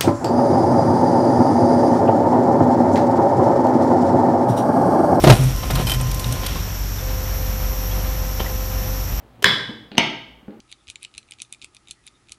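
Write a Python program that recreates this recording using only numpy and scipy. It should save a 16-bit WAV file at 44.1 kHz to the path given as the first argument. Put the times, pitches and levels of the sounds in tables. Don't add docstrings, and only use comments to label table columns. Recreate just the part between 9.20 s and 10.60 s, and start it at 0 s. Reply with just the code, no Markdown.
import sys
import numpy as np
from scipy import signal
from scipy.fft import rfft, irfft
from scipy.io import wavfile

SR = 44100
rng = np.random.default_rng(int(sys.argv[2]) if len(sys.argv) > 2 else 0)


def wav_out(sig):
    wavfile.write(sys.argv[1], SR, np.round(np.clip(np.atleast_2d(sig).T, -1, 1) * 32767).astype(np.int16))


N = 61739

# start in seconds, level in dB.
POP_EVENTS = [(0.2432, 4)]


def amp(db):
    return 10 ** (np.asarray(db) / 20)


def decay(t, t60):
    return np.exp(-np.log(1000) * t / t60)


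def curve_at(points, hz):
    frequencies, values = np.transpose(points)
    return np.interp(np.log(hz + 1), np.log(frequencies), values)


def add(mix, start_s, sound):
    part = mix[..., max(round(start_s * SR), 0):][..., :sound.shape[-1]]
    part += sound[..., :part.shape[-1]]


def noise(spectrum, size):
    hz = np.fft.rfftfreq(size, 1 / SR)
    phases = np.exp(2j * np.pi * rng.random(len(hz)))
    x = irfft(amp(curve_at(spectrum, hz)) * phases, size)
    return x / x.std()


def tinted(x, spectrum):
    size = 4096
    log_gain = np.log(amp(curve_at(spectrum, abs(np.fft.fftfreq(size, 1 / SR)))))
    taps = np.fft.ifft(np.exp(np.conj(signal.hilbert(log_gain)))).real[:size // 2]
    return signal.fftconvolve(x, taps / np.linalg.norm(taps))[:len(x)]


def contact_noise(t):
    x = rng.standard_normal(len(t)) * t
    for _ in range(8):
        x = irfft(np.exp(1j * np.angle(rfft(x))), len(t)) * (t > .01)
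    return x * np.linalg.norm(t) / np.linalg.norm(x)


def strike(modes, spectrum, burst_db, burst_t60, burst_send_db, pitch=1, contact_s=.00022):
    t = np.arange(8192) / SR
    attack = 1 - np.exp(-(t / contact_s) ** 2)
    burst = amp(burst_db) * tinted(contact_noise(decay(t, burst_t60)), spectrum)
    out = np.array([burst, amp(burst_send_db) * burst])
    for k, (frequency, db, t60, send_db) in enumerate(modes):
        ring = (-1) ** k * amp(db) * attack * decay(t, t60) * np.sin(2 * np.pi * frequency * pitch * t)
        out += [ring, amp(send_db) * ring]
    return out


def hits(events, modes, spectrum, **burst):
    out = np.zeros((2, N))
    for start_s, db in events:
        add(out, start_s, amp(db) * strike(modes, spectrum, **burst))
    return out


def grip():
    # time in seconds, level in dB.
    levels = [(0, -50.5), (.11, -52.5), (.22, -51), (.5, -43.5), (0.721, -63.5), (1.0, -62), (1.4, -64.5)]
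    # frequency in Hz, relative spectral density in dB.
    spectrum = [(30, -13.5), (80, -9.5), (115, 20), (150, -4), (300, -1.5), (800, -4), (1600, -17),
                (3300, -17.5), (6000, -33.5), (15000, -42.5)]
    return amp(np.interp(np.arange(N) / SR, *np.transpose(levels))) * noise(spectrum, N)


def background():
    # frequency in Hz, relative spectral density in dB.
    spectrum = [(20, -6), (40, -21.5), (60, 11.5), (80, -22), (120, -4.5), (240, -0.5), (400, -7.5),
                (800, -11), (1500, -17.5), (3000, -26.5), (6000, -35), (15000, -37.5)]
    return amp(-53) * noise(spectrum, N)


def table_knocks():
    # start in seconds, level in dB, pitch in Hz.
    knocks = [(0.19, -17, 232), (0.4893, -0.5, 222.7), (0.4936, 0, 227), (0.715, -3.5, 211),
              (0.7485, -4, 209.6), (0.7698, 2.5, 215), (0.783, 11.5, 221.2), (0.89, -9, 224),
              (1.2808, 1.5, 209.8)]
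    # multiple of the pitch, level in dB, T60 in seconds, room send in dB.
    modes = [(1, -25.5, 0.081, -11.5), (1.4, -42.5, 0.093, 9.5), (1.95, -46.5, .04, 11),
             (3.9, -43.5, 0.09, 4.5)]
    # frequency in Hz, relative spectral density in dB.
    thud = [(30, -25.5), (90, -19), (180, -6.5), (500, 9.5), (900, -10.5), (1600, -9.5), (4000, -34.5),
            (15000, -63.5)]
    out = np.zeros((2, N))
    for start_s, db, hz in knocks:
        knock = strike(modes, thud, burst_db=-39, burst_t60=.06, burst_send_db=2, pitch=hz, contact_s=.002)
        add(out, start_s, amp(db) * knock)
    return out


def rim_ticks():
    # start in seconds, level in dB.
    ticks = [(0.2242, -4.5), (0.2273, 2)]
    # frequency in Hz, level in dB, T60 in seconds, room send in dB.
    modes = [(424, -26, .045, -2), (700, -34, 0.013, -25.5), (3070, -25, 0.024, 1.5),
             (5210, -39.5, 0.014, 2), (9100, -44, 0.0095, -19.5)]
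    # frequency in Hz, relative spectral density in dB.
    crack = [(100, -15), (1000, 0), (5000, -3), (9000, -7), (14000, -8.5), (17000, -20)]
    return hits(ticks, modes, crack, burst_db=-20, burst_t60=.004, burst_send_db=0)


def cap_pop():
    # frequency in Hz, level in dB, T60 in seconds, room send in dB.
    modes = [(150.7, -21.5, 0.031, 8.5), (400, -25, 0.073, 5), (488, -17.5, 0.02, 3.5),
             (1001, -20, 0.035, 5.5), (1601, 2.5, .016, -5), (1810, 4, 0.0096, -5.5),
             (2118, -8.5, 0.016, 2.5), (3003, -10.5, 0.03, 0.5), (3413, -9, 0.025, 6),
             (4000, -15, .012, 2.5), (4590, -26.5, 0.024, -1), (5090, -20.5, 0.018, 7.5),
             (7500, -21.5, .015, -3), (9460, -20, 0.013, -7.5)]
    # frequency in Hz, relative spectral density in dB.
    crack = [(40, -19), (150, 1.5), (700, -5.5), (1700, 4), (2600, 1.5), (4500, -2.5), (6200, -15.5),
             (10500, -14.5), (15500, -23.5), (18000, -24)]
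    return hits(POP_EVENTS, modes, crack, burst_db=-4, burst_t60=.009, burst_send_db=-2)


def gas_hiss():
    # frequency in Hz, relative spectral density in dB.
    spectrum = [(100, -11.5), (500, 6.5), (800, -9.5), (1400, -9), (1750, 7.5), (2500, -8), (3400, 3.5),
                (4300, -8.5), (5200, -1), (6200, -12.5), (8600, -14.5), (9500, -15), (10500, -31),
                (15500, -37)]
    t, out = np.arange(N) / SR, np.zeros(N)
    rise_s = .01
    flow = (1 - np.exp(-t / rise_s)) * decay(t, t60=.65)
    add(out, POP_EVENTS[0][0], amp(-27.5) * flow * noise(spectrum, N))
    return out


def opener_slips():
    # start in seconds, level in dB.
    slips = [(0.7095, -32), (0.7168, 1), (0.7525, -0.5), (1.2815, -40), (1.3062, -17.5)]
    # frequency in Hz, level in dB, T60 in seconds, room send in dB.
    modes = [(1700, -42, .015, -6.5), (2780, -42, .018, 3), (3980, -42, .012, -8)]
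    # frequency in Hz, relative spectral density in dB.
    scrape = [(100, -3), (1000, -1), (2500, -0.5), (4500, -1), (5400, -21), (15000, -44)]
    return hits(slips, modes, scrape, burst_db=-35.5, burst_t60=.023, burst_send_db=-1)


def opener_clack():
    # start in seconds, level in dB.
    clacks = [(0.7712, -28), (0.7762, -28.5), (0.7802, -0.5), (0.7832, -13.5)]
    # frequency in Hz, level in dB, T60 in seconds, room send in dB.
    modes = [(151, -19.5, 0.098, 1.5), (238, -9, 0.068, -9.5), (430, -10.5, 0.01, -1.5),
             (667.6, -12.5, 0.036, 0), (910, -11, 0.061, -2.5), (1295, -16, 0.018, 2),
             (1610, -29.5, 0.073, 4), (2181, -4.5, 0.024, 3.5), (2612, -12.5, 0.028, -2.5),
             (2863, -0.5, 0.02, -8), (3170, -16.5, 0.065, 1.5), (3703, -17.5, 0.041, -5.5),
             (4490, -12, 0.019, -2), (5350, -19, 0.024, -6.5), (6114, -12.5, 0.051, -11),
             (6780, -30, 0.037, -4.5), (8270, -27.5, 0.043, -8.5), (9020, -37, .025, -1)]
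    # frequency in Hz, relative spectral density in dB.
    crack = [(40, -30), (200, -1.5), (900, -1), (1800, 3.5), (3000, 9), (4900, -9.5), (6200, -5),
             (7500, -30), (11000, -27.5), (15000, -35), (18000, -49.5)]
    return hits(clacks, modes, crack, burst_db=-3.5, burst_t60=.016, burst_send_db=-2)


def room_response():
    # frequency in Hz, T60 in seconds.
    reverb_times = [(60, 0.17), (130, 0.67), (260, 0.63), (700, 0.55), (1800, 0.59), (3300, 0.6),
                    (5000, .54), (9000, 0.38), (14000, .34)]
    # delay in seconds, gain in dB.
    echoes = [(.0028, -14), (.0124, -19.5), (.0155, -12), (.0192, -15), (.0212, -26)]
    # frequency in Hz, level in dB, T60 in seconds.
    standing_waves = [(119.2, -56, 1), (153.3, -56.5, 0.46)]
    # frequency in Hz, relative gain in dB.
    walls = [(30, -13), (80, -3), (125, -4), (170, -1.5), (220, 2), (400, -1.5), (2000, -0.5), (5000, -0.5),
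             (9000, -5.5), (15000, -2.5)]
    band_hz, frame_s, bands = signal.stft(rng.standard_normal(SR), SR, nperseg=1024)
    fade = decay(frame_s, curve_at(reverb_times, band_hz)[:, None])
    bands *= fade * np.sqrt((fade ** 2).sum(1) / (abs(bands * fade) ** 2).sum(1))[:, None]
    t = np.arange(SR) / SR
    onset_s, build_s = .0046, .0038
    response = signal.istft(bands, SR)[1][:SR] * np.clip((t - onset_s) / build_s, 0, 1)
    response /= np.linalg.norm(response)
    for delay_s, db in echoes:
        add(response, delay_s, amp([db]))
    for hz, db, t60 in standing_waves:
        response += amp(db) * decay(t, t60) * np.sin(2 * np.pi * hz * t)
    return amp(-4) * tinted(response, walls)


def scene():
    room = room_response()
    direct, sent = rim_ticks() + cap_pop() + opener_clack() + opener_slips() + table_knocks()
    reverberation = signal.fftconvolve(sent, room)[:N]
    return (direct + reverberation + gas_hiss() + grip() + background())[None]


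def record(dry):
    knee, ceiling, cutoff_hz = 4.6, 1.02, 16000
    clipped = dry / (1 + abs(dry / ceiling) ** knee) ** (1 / knee)
    lowpass = signal.firwin(255, cutoff_hz, window=("kaiser", 8), fs=SR)
    return signal.oaconvolve(clipped, lowpass[None], "same")


dry = scene()
out = record(dry)
wav_out(out)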